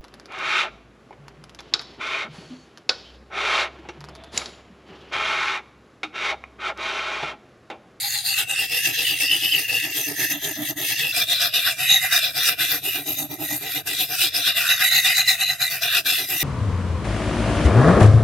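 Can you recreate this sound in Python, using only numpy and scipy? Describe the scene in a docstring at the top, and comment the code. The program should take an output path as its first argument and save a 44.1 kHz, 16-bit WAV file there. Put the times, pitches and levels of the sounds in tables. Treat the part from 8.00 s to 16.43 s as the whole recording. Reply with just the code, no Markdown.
"""A small, dry room. Two pocket knives, one after the other, are honed on the unglazed foot ring of an
upturned mug, about nine strokes a second. Grit catches the edge and drives the blade's resonances,
which shift as the contact travels between tip and heel. The edge squeals and whistles as it sticks
and slips; the mug and the air under it thrum, over a low room rumble."""
import sys
import numpy as np
from scipy import signal
from scipy.fft import rfft, irfft
from scipy.io import wavfile
from scipy.ndimage import uniform_filter1d

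SR = 44100
rng = np.random.default_rng(int(sys.argv[2]) if len(sys.argv) > 2 else 0)


def to_wav(sig):
    """Store sig (one row per channel, or 1-D mono) as 16-bit WAV at the path in sys.argv[1].

    Samples outside -1..1 are clipped; the rate is SR.
    """
    pcm = np.clip(np.atleast_2d(sig), -1, 1) * 32767
    pcm = np.round(pcm).astype(np.int16)
    wavfile.write(sys.argv[1], SR, pcm.T)  # frames by channels


N = 371763
TIME = np.arange(N) / SR
KNIFE_CHANGE_S, ORDINARY_RASP_DB = 3.122, -18.5


# Strokes, forth and back in turn. Each row: start in seconds, rasp level in dB, dip at the opening
# turn in dB (none if negative), swell along the stroke in dB.
HONING_STROKES = [(0.0, -25.5, -1.5, 1.5), (0.113, -24.0, 3.0, -2.5), (0.229, -22, 10, -1),
                  (0.352, -20.5, 3.5, -4.5), (0.464, -22.5, 17, -3), (0.562, -22, 3.5, -5.0),
                  (0.685, -22, 9, 2), (0.823, -23, 6.0, -10.5), (0.957, -22.5, -1, -2),
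                  (1.065, -21.5, 0.0, -7.5), (1.184, -18.5, 6.0, -1.5), (1.281, -19, 5.0, -6),
                  (1.407, -19.5, 7.5, -1.5), (1.5, -20.5, 3, -6.0), (1.663, -21.5, 7.0, -0.0),
                  (1.807, -28.5, 2, -8), (1.936, -25, -2, -2.5), (2.053, -30.5, -3.5, -7),
                  (2.162, -22, 2.5, 3), (2.281, -28, 7, -11.5), (2.405, -28, 8.0, -6.5),
                  (2.549, -33, -2.5, 4), (2.677, -27.0, -1, -1), (2.746, -27, 22, 2),
                  (2.884, -21.5, -1, -1.5), (2.961, -22.5, 6.5, -2.5), (3.123, -19.5, 5, 2.5),
                  (3.265, -18.5, 14.5, 0), (3.382, -19.0, 6.5, -3), (3.514, -18.5, 18.5, -5.5),
                  (3.635, -20, 5.5, -7.5), (3.758, -22, 14.0, 6), (3.871, -13.5, 6.5, -2),
                  (4.002, -20, 8.5, 1.5), (4.096, -15, 11.0, 1), (4.21, -22.5, 8.5, -8.5),
                  (4.332, -21.5, 13.0, 0.5), (4.441, -19.5, 2.0, -9), (4.566, -19, 19, -0.5),
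                  (4.674, -22.5, 6.0, -6), (4.813, -23.5, 16.5, 2), (4.923, -27.5, 3.5, -8.0),
                  (5.045, -26, 9.5, 0), (5.158, -28.5, 7.5, -8.5), (5.284, -33, 12.5, 0),
                  (5.374, -30.5, 11, 6), (5.477, -27, 3.5, 0), (5.599, -30, 7.0, 1),
                  (5.727, -26.5, 1.5, -4), (5.839, -25.0, 25.0, -2), (5.968, -21.0, 4.5, -4.0),
                  (6.077, -24.5, 10.5, 3.5), (6.179, -18, 7.5, -5), (6.315, -21.5, 17.5, -3),
                  (6.444, -16, 4.0, -1.0), (6.538, -19.5, 12.5, -2.5), (6.667, -16, 5.5, -4.5),
                  (6.778, -15.5, 8.5, 3), (6.899, -14, 7.5, 2), (7.023, -16.5, 9, -3.5),
                  (7.149, -16.5, 5, -2.5), (7.253, -16.5, 13.5, -8.5), (7.376, -18.5, 11.5, 2.5),
                  (7.461, -23.5, 7.5, -10.5), (7.582, -19.5, 17, -3.5), (7.687, -24.0, 5, -0.5),
                  (7.798, -21, 13, -3.5), (7.912, -17.0, 2.5, 0), (8.032, -18.5, 28, -1.5),
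                  (8.158, -25.5, -2.5, -5.0), (8.275, -23.5, 6.5, -2.5), (8.391, -22.5, 0, -2.5)]

def hand(last_turn_s=8.5, stick_s=0.024, brake_s=0.027, handover=0.3):
    """Each stroke bites, swells or fades, then brakes. Returns rasp level in dB, speed and travel."""
    start, level_db, dip_db, swell_db = np.transpose(HONING_STROKES)
    turns = np.append(start, last_turn_s)
    dip_db = np.append(np.maximum(dip_db, 0), 0)
    phase = np.interp(TIME, turns, np.arange(len(turns)))
    stroke = phase.astype(int)
    sticking_db = dip_db[stroke] * np.exp(-np.abs((TIME - turns[stroke]) / stick_s) ** 2.7)
    braking_db = dip_db[stroke + 1] * np.exp(-((turns[stroke + 1] - TIME) / brake_s) ** 2)
    # over the handover share at either end of a stroke, the pressure blends into its neighbour's
    held_phase = np.arange(len(start))[:, None] + [handover, 1 - handover]
    held_db = level_db[:, None] + np.outer(swell_db, [-.5, .5])
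    pressure_db = np.interp(phase, held_phase.ravel(), held_db.ravel())
    speed = rms_one(0.056 + np.abs(np.sin(np.pi * phase)) ** 0.88)   # almost still at every turn
    return pressure_db - sticking_db - braking_db, speed, np.cos(np.pi * phase)


def catching(judder_db=1.5, judder_hz=130, grain_db=0.6, grain_hz=700):
    """The edge judders over the ceramic and catches on its finer grain."""
    return rms_one(from_db(judder_db * flutter(judder_hz) + grain_db * flutter(grain_hz)))


def grit_ring(modes, contact, bite, tilt_db=0):
    """Dense grit impacts ring each mode, as strongly as contact point and blade tilt couple to it."""
    out = 0
    for hz, width_hz, *coupling_db in modes:
        edges_hz = np.clip([hz - 0.67 * width_hz, hz + 0.66 * width_hz], 20, .48 * SR)
        band = signal.butter(2, edges_hz, "band", fs=SR, output="sos")
        grit = (rng.random((2, len(bite))) - .5) * bite
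        ringing = rms_one(signal.sosfilt(np.vstack([band, band]), grit))   # twice, for deep valleys
        tilt = np.interp(TIME[:len(bite)] * 20, np.arange(200), rng.uniform(-1, 1, 200))   # 20 a second
        out = out + stereo(ringing, hz) * from_db(by_contact(coupling_db, contact) + tilt_db * tilt)
    return out


# Resonances of each blade; among the second knife's rows, the narrow one at 2388 Hz is a line of the mug. #
# Each row: pitch in Hz, width in Hz, then relative level in dB with the contact at the tip, at the belly and at
# the heel.
FIRST_BLADE_MODES = [(1490, 430, -22, -12.5, -86), (1885, 345, -14, -17.5, -11.5),
                     (2072, 380, -6.5, -15, -19), (2719, 236, -7, -1, -17), (3510, 820, -14, -10, -14),
                     (4235, 1100, -1, -20, -21.5), (5030, 920, -31, -10.5, -17.5),
                     (6140, 280, -22, -20, -12.5), (6650, 580, -5.5, -24, -16),
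                     (7490, 590, -10.5, -26.5, -24), (8400, 2300, -43, -6.5, -61),
                     (9320, 1470, -3.5, -15.5, -13), (11580, 1020, -9, -15, -15),
                     (12900, 940, -3.5, -22.5, -12.5), (15000, 1600, -14, -20, -18)]
SECOND_BLADE_MODES = [(1556, 503, -15.5, -12.5, -29), (1999, 200, 8.5, -20, -15),
                      (2388, 46, -23, -13.5, -25), (2729, 428, -2.5, -10, -16), (3744, 620, -65, -1.5, -21),
                      (3796, 305, 13, -28, -12), (4520, 190, -11.5, -21.5, -24.5),
                      (5050, 480, -16, -11.5, -22.5), (5864, 530, -19.5, -16, -21.5),
                      (6550, 820, -1, -31, -15.5), (8320, 2640, -9.5, -16, -19.5),
                      (9310, 1370, -14, -19.5, -13.5), (11580, 970, -1.5, -15, -51.5),
                      (12050, 1340, -13, -13, -7.5), (14850, 1500, -12, -22, -13.5)]

def blades(contact, bite, tilt_db=6.5):
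    """Grit rings the first blade, then the second; no two strokes ring quite alike."""
    change = round(KNIFE_CHANGE_S * SR)
    return np.hstack([grit_ring(FIRST_BLADE_MODES, contact[:change], bite[:change], tilt_db),
                      grit_ring(SECOND_BLADE_MODES, contact[change:], bite[change:], tilt_db)])


def stick_slip(hz, wander_hz, wander_rate_hz, burst_db, burst_hz):
    """A self-excited blade vibration: the grit jostles its pitch and it comes in short bursts."""
    bursts = rms_one(from_db(burst_db * np.tanh(flutter(burst_hz))))
    pitches = [hz + wander_hz * flutter(wander_rate_hz) for _ in range(2)]
    pair = np.sqrt(2) * np.sin(2 * np.pi * np.cumsum(pitches, axis=1) / SR)
    return bursts * stereo(pair, np.mean(hz))


# Squeals of the edge. Each row: start and end in seconds, top pitch in Hz, sag by the end in Hz,
# peak level over the scrape in dB.
EDGE_SQUEALS = [(0, 0.205, 4450, 400, -9), (.22, .42, 4650, 1300, -8), (.47, .57, 3800, 300, -7),
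                (1.03, 1.181, 2880, 200, 1.5), (1.27, 1.4, 3000, 250, 1), (1.41, 1.617, 3020, 420, 2),
                (1.67, 1.82, 2780, 150, -1.5), (3.86, 4.012, 3830, 200, 0), (4.1, 4.207, 3750, 200, -2.5),
                (6.66, 6.816, 3880, 600, -1), (6.87, 7.082, 4030, 600, -0.5), (7.13, 7.379, 4020, 150, 0),
                (7.39, 7.564, 3980, 150, 2), (7.57, 7.726, 4080, 750, -2.5)]

def squeals(crest=0.38, overtone_db=-12, overtone_ratio=1.65):
    """Each stick-slip squeal swells and fades as its pitch arches and sags. Returns sound and gain."""
    start, end, top_hz, sag_hz, level_db = np.transpose(EDGE_SQUEALS)
    row = np.maximum(np.searchsorted(start, TIME) - 1, 0)
    progress = np.clip((TIME - start[row]) / (end - start)[row], 0, 1)
    hz = top_hz[row] - sag_hz[row] * ((progress - crest) / (1 - crest)) ** 2
    tone = stick_slip(hz, wander_hz=71.8, wander_rate_hz=123.3, burst_db=9.5, burst_hz=94)
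    overtone = stick_slip(overtone_ratio * hz, wander_hz=129.6, wander_rate_hz=360,
                          burst_db=9, burst_hz=110)
    gain = from_db(level_db[row]) * np.abs(np.sin(np.pi * progress)) ** 0.57
    return gain * (tone + from_db(overtone_db) * overtone), gain


# The high whistle at ordinary speed and pressure: pitch in Hz, then level in dB, each with the contact
# at the tip, at the belly and at the heel.
EDGE_WHISTLE_HZ = (11260, 12030, 12530)
EDGE_WHISTLE_DB = (-34, -35.5, -23.5)

def whistle(contact, speed, rasp_db, swoop_hz=480, rasp_share=0.85):
    """The edge whistles highest and loudest at the heel, and rises with the speed of each stroke."""
    hz = by_contact(EDGE_WHISTLE_HZ, contact) + swoop_hz * (speed - 1)
    level_db = by_contact(EDGE_WHISTLE_DB, contact) + rasp_share * (rasp_db - ORDINARY_RASP_DB)
    tone = stick_slip(hz, wander_hz=95, wander_rate_hz=420, burst_db=11, burst_hz=136)
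    return from_db(level_db) * np.sqrt(speed) * tone


# Resonances of mug and held knife on the mat. Each row: pitch in Hz, width in Hz, then relative level
# in dB with the contact at the tip, at the belly and at the heel.
MUG_MODES = [(139.8, 42, 20.5, -2, -5), (297.2, 28, 3, -2.5, 3), (637, 63, -22, -18.5, -3.5),
             (766, 255, 15.5, -2, -4.5), (1264, 166, 22, -6.5, -12.5)]
# Trim of the thrum, one row per knife. Each row: gain in dB at the tip, at the belly and at the heel.
THRUM_TRIM_DB = [(-80.5, -52, -41), (-70, -54, -42)]

def thrum(contact, bite):
    """Mug and knife rock together, the harder the more blade overhangs."""
    body = grit_ring(MUG_MODES, contact, bite) + rocking(contact, bite)
    return from_db(by_knife(THRUM_TRIM_DB, contact)) * body


def rocking(contact, bite, tip_hz=720, belly_hz=470, heel_hz=315):
    """The knife rocks on the rim: a low resonance that sinks as more of the blade overhangs."""
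    grip_bend = 1 + 0.2 * np.tanh(flutter(5))
    hz = by_contact([tip_hz, belly_hz, heel_hz], contact) * grip_bend
    ringing = rms_one(gliding_band(hz, half_width_hz=38) * np.sqrt(bite))
    return stereo([ringing, 0], heel_hz)


# Hollow ring of the knife rocking on the rim, one row per knife, as each loads it differently. Each row: values
# at the tip, # at the belly and at the heel, as pitch in Hz in the first table and gain in dB in the second.
HOLLOW_RING_HZ = [(785, 765, 720), (765, 675, 760)]
HOLLOW_TRIM_DB = [(-43, -43.5, -68), (-38, -40.5, -46.5)]

def hollow_ring(contact, speed, bite, swoop_hz=90):
    """The knife rocks hollow on the rim near the tip, its pitch arching with each stroke, left and right out of
    step."""
    hz = by_knife(HOLLOW_RING_HZ, contact) + swoop_hz * (speed - 1)
    ringing = gliding_band(hz, half_width_hz=28, phase_rad=np.array([[.5], [-.5]]))
    return from_db(by_knife(HOLLOW_TRIM_DB, contact)) * rms_one(ringing * bite)


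def wall_chime(bite, hz=7555, width_hz=71):
    """The thin ring of the ceramic wall, the same wherever the blade touches."""
    return grit_ring([(hz, width_hz, 0, 0, 0)], 0, bite)


def near_echoes(x, travel, path_shift=0.038, bounce=0.42):
    """Bounces off the mug and the mat comb the sound; their paths change as the blade travels."""
    out = x.copy()
    for side, delays_s in enumerate([(.00115, .0026), (.00121, .0025)]):
        for delay_s in delays_s:
            moving_delay_s = delay_s * (1 + path_shift * (travel + flutter(3.5)))
            out[side] += bounce * np.interp(TIME - moving_delay_s, TIME, x[side])
    return out / np.sqrt(1 + 2 * bounce ** 2)


def room(x, t60_s=0.11, wet_db=-19):
    """Adds faint reflections from the table and the walls."""
    t = np.arange(SR // 3) / SR
    tail = rng.standard_normal((2, len(t))) * from_db(-60 * t / t60_s) * (t > .002)
    tail /= np.sqrt(np.sum(tail ** 2, axis=1, keepdims=True))
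    return x + from_db(wet_db) * signal.fftconvolve(x, tail, axes=1)[:, :N]


# Tone of the room's rumble ahead of its roll-off. Each row: frequency in Hz, relative level in dB.
RUMBLE_SPECTRUM = [(25, -24.5), (125, 2), (210, -14), (600, -22.5)]

def rumble(level_db=-53.5, rolloff_hz=900):
    """Steady low rumble of the room."""
    hz = np.arange(N // 2 + 1) * SR / N + 1
    shape = from_db(at_hz(RUMBLE_SPECTRUM, hz)) / (1 + (hz / rolloff_hz) ** 2)
    noise = irfft(rfft(rng.standard_normal((2, N))) * shape, N)
    return from_db(level_db) * stereo(rms_one(noise), hz=100)


# Stereo width. Each row: frequency in Hz, likeness of left and right from 0 to 1.
STEREO_LIKENESS = [(290, .9), (2500, .96), (7000, .45)]
# Panning. Each row: frequency in Hz, left over right in dB.
STEREO_BALANCE = [(350, -4.5), (700, -0.5), (2200, -2), (4400, 3), (8000, 0)]

def stereo(pair, hz):
    """Mixes two unrelated signals as mid and side, with the width and panning of this pitch."""
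    alike = at_hz(STEREO_LIKENESS, hz)
    mid, side = np.sqrt((1 + alike) / 2) * pair[0], np.sqrt((1 - alike) / 2) * pair[1]
    lean = from_db(at_hz(STEREO_BALANCE, hz) / 2)
    return np.array([(mid + side) * lean, (mid - side) / lean])


def flutter(rate_hz):
    """Random wavering up to about the given rate, with a spread of 1."""
    step, run_in = 8, 2000   # samples per draw, draws for the filter to settle
    lowpass = signal.butter(2, min(rate_hz * step, .45 * SR), fs=SR, output="sos")
    slow = rms_one(signal.sosfilt(lowpass, rng.standard_normal(N // step + run_in + 2))[run_in:])
    return np.interp(np.arange(N) / step, np.arange(len(slow)), slow)


def gliding_band(hz, half_width_hz, phase_rad=0):
    """A narrow band of noise around a moving pitch."""
    angle = 2 * np.pi * np.cumsum(hz) / SR + phase_rad
    return flutter(half_width_hz) * np.cos(angle) + flutter(half_width_hz) * np.sin(angle)


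def evened(x, window_s=0.063):
    """Holds the loudness steady while the colour changes."""
    return x / np.sqrt(uniform_filter1d(np.mean(x ** 2, axis=0), int(window_s * SR)) + 1e-12)


def by_contact(values, contact):
    """Blends the values at tip, belly and heel."""
    return np.interp(contact, np.arange(3), values)


def by_knife(table, contact):
    """Blends by contact point, from the first row until the knives are swapped, then the second."""
    first, second = (by_contact(row, contact) for row in table)
    return np.where(TIME < KNIFE_CHANGE_S, first, second)


def at_hz(points, hz):
    """Reads a curve along a logarithmic frequency axis."""
    points_hz, values = np.transpose(points)
    return np.interp(np.log(hz), np.log(points_hz), values)


def from_db(db):
    """Decibels to amplitude."""
    return 10 ** (np.asarray(db) / 20)


def rms_one(x):
    """Scales to an RMS of 1."""
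    return x / np.sqrt(np.mean(x ** 2) + 1e-20)


# Where the edge touches the mug. Each row: time in seconds, position (0 tip, 1 belly, 2 or more heel).
CONTACT_PATH = [(.29, 0), (.42, 0.88), (.85, 1.4), (1.35, 1.28), (1.72, 1.32), (1.9, 1.7), (2.75, 2),
                (2.95, 1.34), (3.76, 0.82), (3.94, 0.2), (4.3, 1.21), (5, 1.63), (5.35, 3), (5.65, 1.63),
                (6.3, 1.34), (6.95, 0.37), (7.6, 0.45), (8.35, 1.73)]

def scene(chime_db=-26, mug_rasp_share=0.11):
    """The same strokes drive blade and mug; the mug follows their speed and, a little, their rasp."""
    rasp_db, speed, travel = hand()
    contact = np.interp(TIME, *np.transpose(CONTACT_PATH))
    bite = catching()
    squeal, squeal_gain = squeals()
    chime = from_db(chime_db) * wall_chime(bite)
    scrape = evened(near_echoes(blades(contact, bite), travel))   # its loudness is left to the hand
    rasp = (scrape + squeal) / np.sqrt(1 + squeal_gain ** 2)   # a squeal takes energy from the scrape
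    edge = from_db(rasp_db) * (rasp + chime) + whistle(contact, speed, rasp_db)
    mug_drive = rms_one(speed ** 1.5) * from_db(mug_rasp_share * (rasp_db - ORDINARY_RASP_DB))
    return room(edge) + mug_drive * (thrum(contact, bite) + hollow_ring(contact, speed, bite)) + rumble()


def record(dry, cutoff_hz=15800):
    """Rounds the highest peaks and cuts the top of the treble."""
    rounded = 1.138 * np.tanh(dry / 1.09)
    return signal.sosfilt(signal.ellip(12, .1, 80, cutoff_hz, fs=SR, output="sos"), rounded)


dry = scene()
out = record(dry)
to_wav(out)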